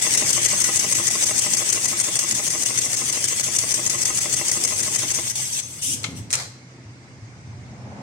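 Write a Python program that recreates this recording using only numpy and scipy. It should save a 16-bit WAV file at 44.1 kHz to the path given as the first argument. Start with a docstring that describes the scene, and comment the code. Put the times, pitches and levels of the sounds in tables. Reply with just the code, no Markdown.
"""A sewing machine clatters close by, six and a half stitches a second through rope and leather.
Each stitch is a knock of the needle, two steel clacks and a snap of thread, over the hiss of a
cooling air jet that the moving foot chops twice a turn. The last stitch is slow; the thread is cut,
the feed slides the work back, the clamp jumps up and lets out its air, and the workshop rumbles on."""
import sys
import numpy as np
from scipy import signal
from scipy.fft import rfft, irfft, next_fast_len
from scipy.io import wavfile
from scipy.ndimage import uniform_filter1d

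SR = 44100
rng = np.random.default_rng(int(sys.argv[2]) if len(sys.argv) > 2 else 0)


def dump_mix(stems):
    """Bounce the given channels to the path in sys.argv[1] as a 16-bit WAV at rate SR."""
    frames = np.atleast_2d(stems).T  # one column per channel
    limited = np.clip(frames, -1, 1)  # hard clip at full scale
    pcm = np.round(limited * 32767).astype(np.int16)
    wavfile.write(sys.argv[1], SR, pcm)


N = 353662
T = np.arange(N) / SR
FIRST_KNOCK_S, STITCH_S = .0675, .15518  # one stitch is one turn of the shaft
KNOCK_TIMES = FIRST_KNOCK_S + STITCH_S * np.arange(34)
CLACK_DECAY_S = .004


# the tone of small steel parts (frequency [Hz], level [dB])
STEEL_TONE = [(150, -25.5), (500, -13.5), (900, -19.5), (1300, -16), (2100, -8.5), (3300, -20.5),
              (3900, -17), (4700, -6), (5800, 2), (8300, 0.5), (10000, -5.5), (11500, -21), (15000, -20.5)]
# stitches where the thread catches and snaps hard (time [s], relative level [dB])
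HARD_SNAPS = [(0.175, -10), (0.6414, -9.5), (0.7937, -11.5), (0.9493, -14.5), (1.7265, -9.5), (2.19, -8.5),
              (2.659, -12), (3.586, -8), (3.7405, -10.5), (3.897, -10.5), (4.0532, -10), (4.5138, -9.5)]
def thread_snaps(place_in_turn=.705, usual_db=-22, hard_trim_db=-4.5, jitter_s=.0025, scatter_db=2.2):
    """The thread snaps tight on its guides once a turn, a bit early or late; sometimes it catches."""
    snaps = [(s, db + hard_trim_db, CLACK_DECAY_S) for s, db in HARD_SNAPS]
    for s in times_at(place_in_turn):
        late, strong = rng.standard_normal(2)
        if all(abs(s - caught) > STITCH_S / 2 for caught, _ in HARD_SNAPS):
            db = usual_db + .85 * start_boost_db(s) - 3 * braking(s) + scatter_db * strong
            snaps.append((s + jitter_s * late, db, CLACK_DECAY_S))
    envelope = impacts(snaps, hold_s=.0042)
    return shaped_noise(envelope, STEEL_TONE, ring=.92, left=1.15, grit_db=1, flutter_db=.5)


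# two clacks of the levers, then three light ticks of the hook that catches the thread
# (place after the knock [turns], relative level [dB], contact time [s])
STEEL_CONTACTS = [(.453, -15.5, .002), (.517, -20, 0.0076), (0.0309, -32, 0.0015), (.258, -28, 0.0013),
                  (.308, -39, 0.0012)]
def steel_clacks(scatter_db=1.3):
    """Steel parts meet at the same places in every turn, more softly once the shaft has slowed."""
    envelope = np.zeros(N)
    for place, db, contact_s in STEEL_CONTACTS:
        scatter = scatter_db * rng.standard_normal(len(KNOCK_TIMES) + 1)
        hits = [(s, db + .97 * start_boost_db(s) - 4.8 * braking(s) + chance_db, CLACK_DECAY_S)
                for s, chance_db in zip(times_at(place), scatter)]
        envelope += impacts(hits, hold_s=contact_s)
    return shaped_noise(envelope, STEEL_TONE, ring=1, left=1.25, grit_db=1.5, flutter_db=3)


# the notes of the bed, the plate under the needle (pitch [Hz], level [dB], time to fade by 60 dB [s])
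BED_NOTES = [(345.7, -4, 0.14), (499, -4.5, 0.033), (621, 0.5, 0.051), (806, -7.5, 0.1), (1063, -1, 0.038),
             (1111, -5.5, 0.032), (1247, -6.5, 0.076), (2042, 4.5, 0.021), (2190, -8.5, 0.024),
             (2728, -5, 0.068)]
# the blows that make up one knock (delay [s], relative level [dB])
KNOCK_BLOWS = [(-.013, -5.5), (0, 0.5), (.005, -2), (.031, -37.5), (.082, -7)]
# how hard the needle punches through the leather (time [s], relative level [dB])
NEEDLE_FORCE = [(.8, -30), (3.2, -35), (4.4, -32), (5.2, -33.5)]
def needle_knocks(trim_db=-1, scatter=.42, detune=.007, jitter_s=.00053):
    """The needle and foot strike the bed and make it ring, never twice quite alike."""
    t, out = np.arange(6000) / SR, np.zeros((2, N))
    hz, db, fade_s = np.transpose(BED_NOTES)
    sides = amp(side_db(hz))
    for s in KNOCK_TIMES:
        pitch = hz * (1 + detune * rng.standard_normal(len(hz)))
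        notes = np.sin(2 * np.pi * pitch[:, None] * t) * amp(db[:, None] - 60 * t / fade_s[:, None])
        for delay, blow_db in KNOCK_BLOWS:
            strengths = sides * (1 + scatter * rng.standard_normal((2, len(hz))))
            ringing = amp(curve(NEEDLE_FORCE, s) + blow_db + trim_db) * (strengths @ notes)
            at = s + delay + jitter_s * rng.standard_normal()
            for side in range(2):
                add(out[side], at, ringing[side])
    bass_cut = signal.butter(2, 200, "high", fs=SR, output="sos")  # the knocks carry nothing below 200 Hz
    return signal.sosfilt(bass_cut, out)


# the tone of the cooling air (frequency [Hz], level [dB])
JET_TONE = [(200, -33.5), (800, -16.5), (1500, -16), (2300, -10.5), (3300, -6), (3900, -10), (4800, -7.5),
            (5800, 1.5), (6900, -3.5), (8300, 4), (9000, -7.5), (10000, -5), (11500, -12.5), (15000, -20)]
# where the foot blocks the jet (place after the knock [turns], width [turns], level change [dB])
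JET_DIPS = [(.14, .13, -4.5), (0.623, 0.043, -12.5)]
def air_jet(hiss_db=-24.5, rub_db=-25.5, shut_s=5.99, fade_s=.092):
    """Air hisses, dips as the foot passes and dies away when its valve shuts; a short puff follows."""
    turns = curve(shaft())
    dip_db = sum(db * np.exp(-(((turns - place + .5) % 1 - .5) / width) ** 2)
                 for place, width, db in JET_DIPS)
    strength = amp(start_boost_db(T) + dip_db) * np.exp(-np.maximum(T - shut_s, 0) / fade_s)
    puff = amp(-37) * burst(start=6.15, rise=.029, hold=.005, decay=.021)
    airflow = strength * amp(hiss_db + .5 * braking(T)) + puff
    rubbing = strength * amp(rub_db - 20 * braking(T))  # hook and thread rub in the same rhythm
    hiss = shaped_noise(airflow, JET_TONE, ring=.84, left=.62, grit_db=1, flutter_db=3.9)
    return hiss + shaped_noise(rubbing, STEEL_TONE, ring=.76, left=.81, grit_db=3, flutter_db=3.9)


# the tone of the needle scraping through rope (frequency [Hz], level [dB])
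ROPE_TONE = [(300, -22), (1300, -12), (2200, -1), (3400, -6), (7000, -34)]
def rope_rasp(level_db=-43):
    """The needle rasps in the rope, most in the first stitches; it stops as the shaft brakes."""
    envelope = amp(level_db + 2.8 * start_boost_db(T)) * (1 - braking(T))
    return shaped_noise(envelope, ROPE_TONE, ring=.9, left=1, grit_db=2, flutter_db=5)


# the hits of cutter and clamp (time [s], level [dB], decay [s], weight [0 thin steel to 1 heavy frame])
STOP_HITS = [(6.032, -27.5, 0.0044, 0.1), (6.041, -18, 0.0072, 1), (6.059, -36, 0.035, .95),
             (6.304, -26.5, 0.0019, 0.3), (6.310, -25, 0.0084, 0), (6.328, -12.5, 0.0019, 0),
             (6.334, -15.5, 0.013, 0.37), (6.353, -18, 0.0017, 0)]
# the tone of the heavy frame (frequency [Hz], level [dB])
FRAME_TONE = [(150, -26), (1300, -4), (1800, -7), (2600, -0.5), (4300, -5), (7000, -2), (15000, -38)]
# pitches at which the clamp rings (pitch [Hz], width [Hz], boost at ring=1 [dB])
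CLAMP_PEAKS = [(1290, 120, 6.5), (2150, 150, 7.5), (2400, 120, 4.5), (3200, 160, 6), (4060, 220, 9)]
def cutter_and_clamp():
    """The cutter and clamp hit their stops; thin steel and heavy frame share each hit's energy."""
    thin, heavy = [], []
    for s, db, decay, weight in STOP_HITS:
        thin.append((s, db + 10 * np.log10(max(1 - weight, .01)), decay))
        heavy.append((s, db + 10 * np.log10(max(weight, .01)), decay))
    click = shaped_noise(impacts(thin, hold_s=.0025), STEEL_TONE, ring=.2, left=.26, grit_db=2.5)
    clunk = shaped_noise(impacts(heavy, hold_s=.0021), FRAME_TONE,
                         ring=1.2, left=.51, grit_db=-.5, peaks=CLAMP_PEAKS)
    return click + clunk


# the tone of air leaving the clamp's cylinder (frequency [Hz], level [dB])
VENT_TONE = [(150, -34), (400, -3), (2100, -3.5), (3000, -13), (4100, -1), (8300, -2.5), (10000, -12),
             (15000, -26.5)]
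def clamp_vent(level_db=-29):
    """The cylinder that moves the clamp blows off its air in one short breath."""
    envelope = amp(level_db) * burst(start=6.29, rise=.098, hold=.0088, decay=.048)
    return shaped_noise(envelope, VENT_TONE, ring=.55, left=.2, grit_db=-3, peaks=CLAMP_PEAKS)


# the tone of the hollow gap under the foot (frequency [Hz], level [dB])
GAP_TONE = [(1700, -30), (2900, -4.5), (4200, -14.5), (5900, 0.5), (9000, -1.5), (15000, -22.5)]
def gap_whistle(level_db=-23):
    """A hollow gap gives a breathy whistle in the jet while the foot rises."""
    envelope = amp(level_db) * burst(start=5.812, rise=.018, hold=.11, decay=.022)
    return shaped_noise(envelope, GAP_TONE, left=.62, flutter_db=2.5)


# the tone of the motors, both in the feed and under the table (frequency [Hz], level [dB])
MOTOR_TONE = [(80, -37.5), (170, 1.5), (260, -0.5), (470, -3.5), (1200, -11.5), (3000, -56)]
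def feed_return(hz=280, groan_db=-44.5, motor_db=-45):
    """The feed motors groan unevenly as they slide the work back to its start."""
    moving = burst(start=5.87, rise=.02, hold=.408, decay=.012)
    speed = burst(start=5.85, rise=.21, hold=.049, decay=.13)
    groan_tone = [(hz / 4, -50), (hz / 1.5, -4), (hz, 0), (hz * 1.3, -14), (hz * 4, -50)]
    groan = shaped_noise(amp(groan_db) * moving, groan_tone, flutter_db=3)
    return groan + shaped_noise(amp(motor_db) * moving * speed, MOTOR_TONE, left=.8, flutter_db=1)


# how hard the motors work (time [s], relative level [dB])
MOTOR_LOAD = [(0.0, -40.5), (3.25, -44), (4.86, -41.5), (5.6, -54), (5.7, -55)]
def motor_drone(trim_db=-.2):
    """The motors under the table drone while they sew, then drop to idling."""
    return shaped_noise(amp(curve(MOTOR_LOAD) + trim_db), MOTOR_TONE, left=.8, flutter_db=3.5)


def drive_whine(hz=4802, level_db=-69):
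    """The motor drive sings one thin note that fades out near the end."""
    fade = np.interp(T, [7.3, 7.9], [1, 0])
    return amp(level_db) * fade * np.sqrt(2) * np.sin(2 * np.pi * hz * T + wander(120))


# how the rumble rises and falls (time [s], relative level [dB])
RUMBLE_LEVELS = [(0.0, -54), (0.24, -41), (2.03, -47.5), (4.81, -42), (5.68, -48), (6.13, -36), (6.66, -54),
                 (7.53, -40), (8.0, -41)]
# the tone of the rumble (frequency [Hz], level [dB])
RUMBLE_TONE = [(20, -32.5), (45, -34), (85, -2), (120, 3), (160, -6), (400, -39), (900, -77)]
def table_rumble(trim_db=-.3):
    """The table and workshop shake with a deep rumble."""
    return shaped_noise(amp(curve(RUMBLE_LEVELS) + trim_db), RUMBLE_TONE, left=1)


# thuds after the stitching (time [s], peak level [dB])
BUMPS = [(6.009, -35), (6.079, -30), (6.21, -30), (6.459, -34), (6.856, -34.5), (7.221, -29.5),
         (7.486, -32.5)]
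def soft_bumps(hz=112, decay_s=.013):
    """Each bump is a low note that swells and dies within a few waves."""
    t, out = np.arange(8192) / SR, np.zeros(N)
    bump = t / decay_s * np.exp(1 - t / decay_s) * np.sin(2 * np.pi * hz * t)
    for s, db in BUMPS:
        add(out, s, amp(db) * bump)
    return out


# the tone of the workshop's background noise (frequency [Hz], level [dB])
SHOP_TONE = [(88, -40.5), (150, -7.5), (270, -6.5), (434, -18), (1460, -20), (2180, -19), (3310, -28.5),
             (5900, -23), (8400, -31), (11000, -50), (15000, -67)]
# the whir of a fan (pitch [Hz], width [Hz], boost at ring=1 [dB])
FAN_PEAK = [(2140, 240, 8.5)]
def shop_air(level_db=-48.5):
    """A soft wash of noise fills the workshop, with a fan whirring in it."""
    return shaped_noise(amp(level_db), SHOP_TONE, ring=.5, left=-.1, peaks=FAN_PEAK, flutter_db=1.9)


# the tone of the dull rush (frequency [Hz], level [dB])
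RUSH_TONE = [(60, -29), (130, -19), (200, 10), (330, -6), (800, -1.5), (1200, -11), (2300, -19),
             (8000, -36), (15000, -65)]
def dull_rush(peak_db=-39, peak_s=7.99, rise_db_per_s=32):
    """A dull rushing sound swells up at the very end."""
    return shaped_noise(amp(peak_db - rise_db_per_s * np.maximum(peak_s - T, 0)), RUSH_TONE)


def shop_hum(hz=125.9, level_db=-49):
    """A low, steady hum wavers slightly in pitch."""
    return amp(level_db) * np.sqrt(2) * np.sin(2 * np.pi * hz * T + .5 * wander(40))


# how long the room rings (frequency [Hz], time to fade by 60 dB [s])
ROOM_FADE = [(1000, 0.41), (4000, 0.7), (15000, 0.113)]
def room_echo(sound, build_s=.01):
    """The room answers with a smooth tail of echoes whose highest part dies first."""
    hz, t, noise = signal.stft(rng.standard_normal((2, 32768)), SR, nperseg=256)
    tail = signal.istft(noise * amp(-60 * t / at_hz(ROOM_FADE, hz)[:, None]), SR, nperseg=256)[1]
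    tail *= np.minimum(np.arange(tail.shape[1]) / SR / build_s, 1)
    return signal.fftconvolve(sound.mean(0)[None], tail / np.linalg.norm(tail[0]), axes=1)[:, :N]


# the shaft slows, makes one more stitch and parks (time [s], position after the last knock [turns])
SLOWDOWN = [(5.298, .453), (5.322, 0.61), (5.35, 0.62), (5.362, 0.77), (5.499, 1.14), (5.589, 1.453),
            (5.608, 1.615)]
def shaft():
    """The main shaft holds its speed, then brakes; gives rows of (time [s], position [turns])."""
    last = len(KNOCK_TIMES) - 1
    steady = [(FIRST_KNOCK_S - STITCH_S, -1), (KNOCK_TIMES[-1], last)]
    return np.array(steady + [(s, last + turns) for s, turns in SLOWDOWN])


def times_at(place):
    """The times at which the shaft passes one place in its turn."""
    times, turns = shaft().T
    at = np.interp(np.arange(place - 1, turns[-1]), turns, times)
    return at[at > 0]


def start_boost_db(t, boost_db=3.5, ease_s=2.44):
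    """The first stitches are louder, then ease off."""
    return boost_db * np.maximum(1 - t / ease_s, 0)


def braking(t, brake_s=.13):
    """0 at full speed, 1 once the shaft has slowed."""
    return np.clip((t - KNOCK_TIMES[-1]) / brake_s, 0, 1)


# how the needle plate and machine head ring (pitch [Hz], width [Hz], boost at ring=1 [dB])
PLATE_PEAKS = [(1969, 19, 11.5), (3502, 32, 9.5), (5410, 270, -4.5), (6393, 88, 11), (8400, 220, 3)]
def shaped_noise(envelope, tone, ring=0., left=0., grit_db=0., peaks=PLATE_PEAKS, flutter_db=None):
    """Noise follows a loudness outline and rings through a body; ring scales its peaks, left pans it."""
    hz = np.fft.rfftfreq(4096, 1 / SR)
    peaks_db = sum(boost / (1 + (2 * (hz - f) / width) ** 2) for f, width, boost in peaks)
    body_db = at_hz(tone, hz) + ring * peaks_db + left * side_db(hz)
    # fold the filter in time so that the body rings only after a hit, never before
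    cepstrum = irfft(np.log(amp(body_db)))
    cepstrum[:, 1:2048] *= 2
    cepstrum[:, 2049:] = 0
    body = irfft(np.exp(rfft(cepstrum)))
    body /= np.sqrt(np.sum(body ** 2) / 2)
    noise = stereo_noise()
    if flutter_db is not None:
        noise = flutter(noise, flutter_db)
    clumps = unit(uniform_filter1d(rng.standard_normal(N), size=30))
    grit = unit(amp(grit_db * clumps))  # tiny contacts come in clumps
    return signal.oaconvolve(noise * grit * envelope, body, axes=1)[:, :N]


# how alike the two sides sound (frequency [Hz], likeness [-1 opposite to 1 the same])
SIDE_LIKENESS = [(30, 0.023), (100, 0.93), (500, 0.95), (1200, -0.17), (6000, -0.079)]
def stereo_noise():
    """Left and right noise, nearly the same in the low notes and unrelated in the high ones."""
    size = next_fast_len(N)
    left, other = rfft(rng.standard_normal((2, size)))
    alike = at_hz(SIDE_LIKENESS, np.fft.rfftfreq(size, 1 / SR))
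    right = alike * left + np.sqrt(1 - alike ** 2) * other
    return irfft(np.array([left, right]), size)[:, :N]


# how much louder the left side is (frequency [Hz], left minus right [dB])
LEFT_LEAD = [(100, -1), (400, 0.5), (1200, 3.5), (2200, 9), (6400, 7), (15000, 2)]
def side_db(hz):
    """Turns one side up and the other down by the same amount."""
    return at_hz(LEFT_LEAD, hz) * np.array([[.5], [-.5]])


def flutter(noise, depth_db):
    """A random shimmer: patches of noise, a few hundred Hz wide and tens of ms long, swell and fade."""
    spectrum = signal.stft(noise, nperseg=512)[2]
    patches = uniform_filter1d(rng.standard_normal(spectrum.shape[1:]), size=3, axis=0)
    patches = unit(uniform_filter1d(patches, size=5, axis=1))
    return unit(signal.istft(spectrum * amp(depth_db * patches), nperseg=512)[1][:, :N])


def impacts(hits, hold_s, rise_s=.000438):
    """Loudness outline of hits (time [s], level [dB], decay [s]): parts touch briefly, then let go."""
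    t, out = np.arange(4096) / SR, np.zeros(N)
    for s, db, decay in hits:
        add(out, s, amp(db) * np.minimum(t / rise_s, 1) * np.exp(-np.maximum(t - hold_s, 0) / decay))
    return out


def burst(start, rise, hold, decay):
    """A loudness outline that rises, holds and dies away; all in seconds."""
    return np.clip((T - start) / rise, 0, 1) * np.exp(-np.maximum(T - start - rise - hold, 0) / decay)


def wander(points):
    """A slow random drift."""
    return np.interp(T, np.linspace(0, T[-1], points), rng.standard_normal(points))


def add(mix, s, sound):
    """Mixes a sound in at time s."""
    part = mix[max(round(s * SR), 0):][:len(sound)]
    part += sound[:len(part)]


def amp(db):
    """Decibels to gain."""
    return 10 ** (np.asarray(db) / 20)


def unit(x):
    """Scales to an average power of 1."""
    return x / np.sqrt(np.mean(x ** 2) + 1e-20)


def curve(rows, t=T):
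    """Joins rows by straight lines."""
    return np.interp(t, *np.transpose(rows))


def at_hz(rows, hz):
    """Reads a table between its frequencies, with octaves evenly spaced."""
    f, value = np.transpose(rows)
    return np.interp(np.log(hz + 1), np.log(f + 1), value)


def scene(echo_db=-12):
    """The machine close by, in its workshop."""
    machine = air_jet() + gap_whistle() + rope_rasp() + steel_clacks() + thread_snaps() + needle_knocks()
    machine += cutter_and_clamp() + clamp_vent() + feed_return()
    echo = amp(echo_db) * room_echo(machine)
    background = table_rumble() + motor_drone() + shop_air() + dull_rush() + shop_hum() + soft_bumps()
    return machine + echo + background + drive_whine()


def record(dry, ceiling=.85, top_hz=15950):
    """Rounds off the loudest peaks and removes the very highest treble."""
    rounded = dry / (1 + (dry / ceiling) ** 6) ** (1 / 6)
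    treble_cut = signal.firwin(511, top_hz, window=("kaiser", 9), fs=SR)
    return signal.oaconvolve(rounded, treble_cut[None], "same")


dry = scene()
out = record(dry)
dump_mix(out)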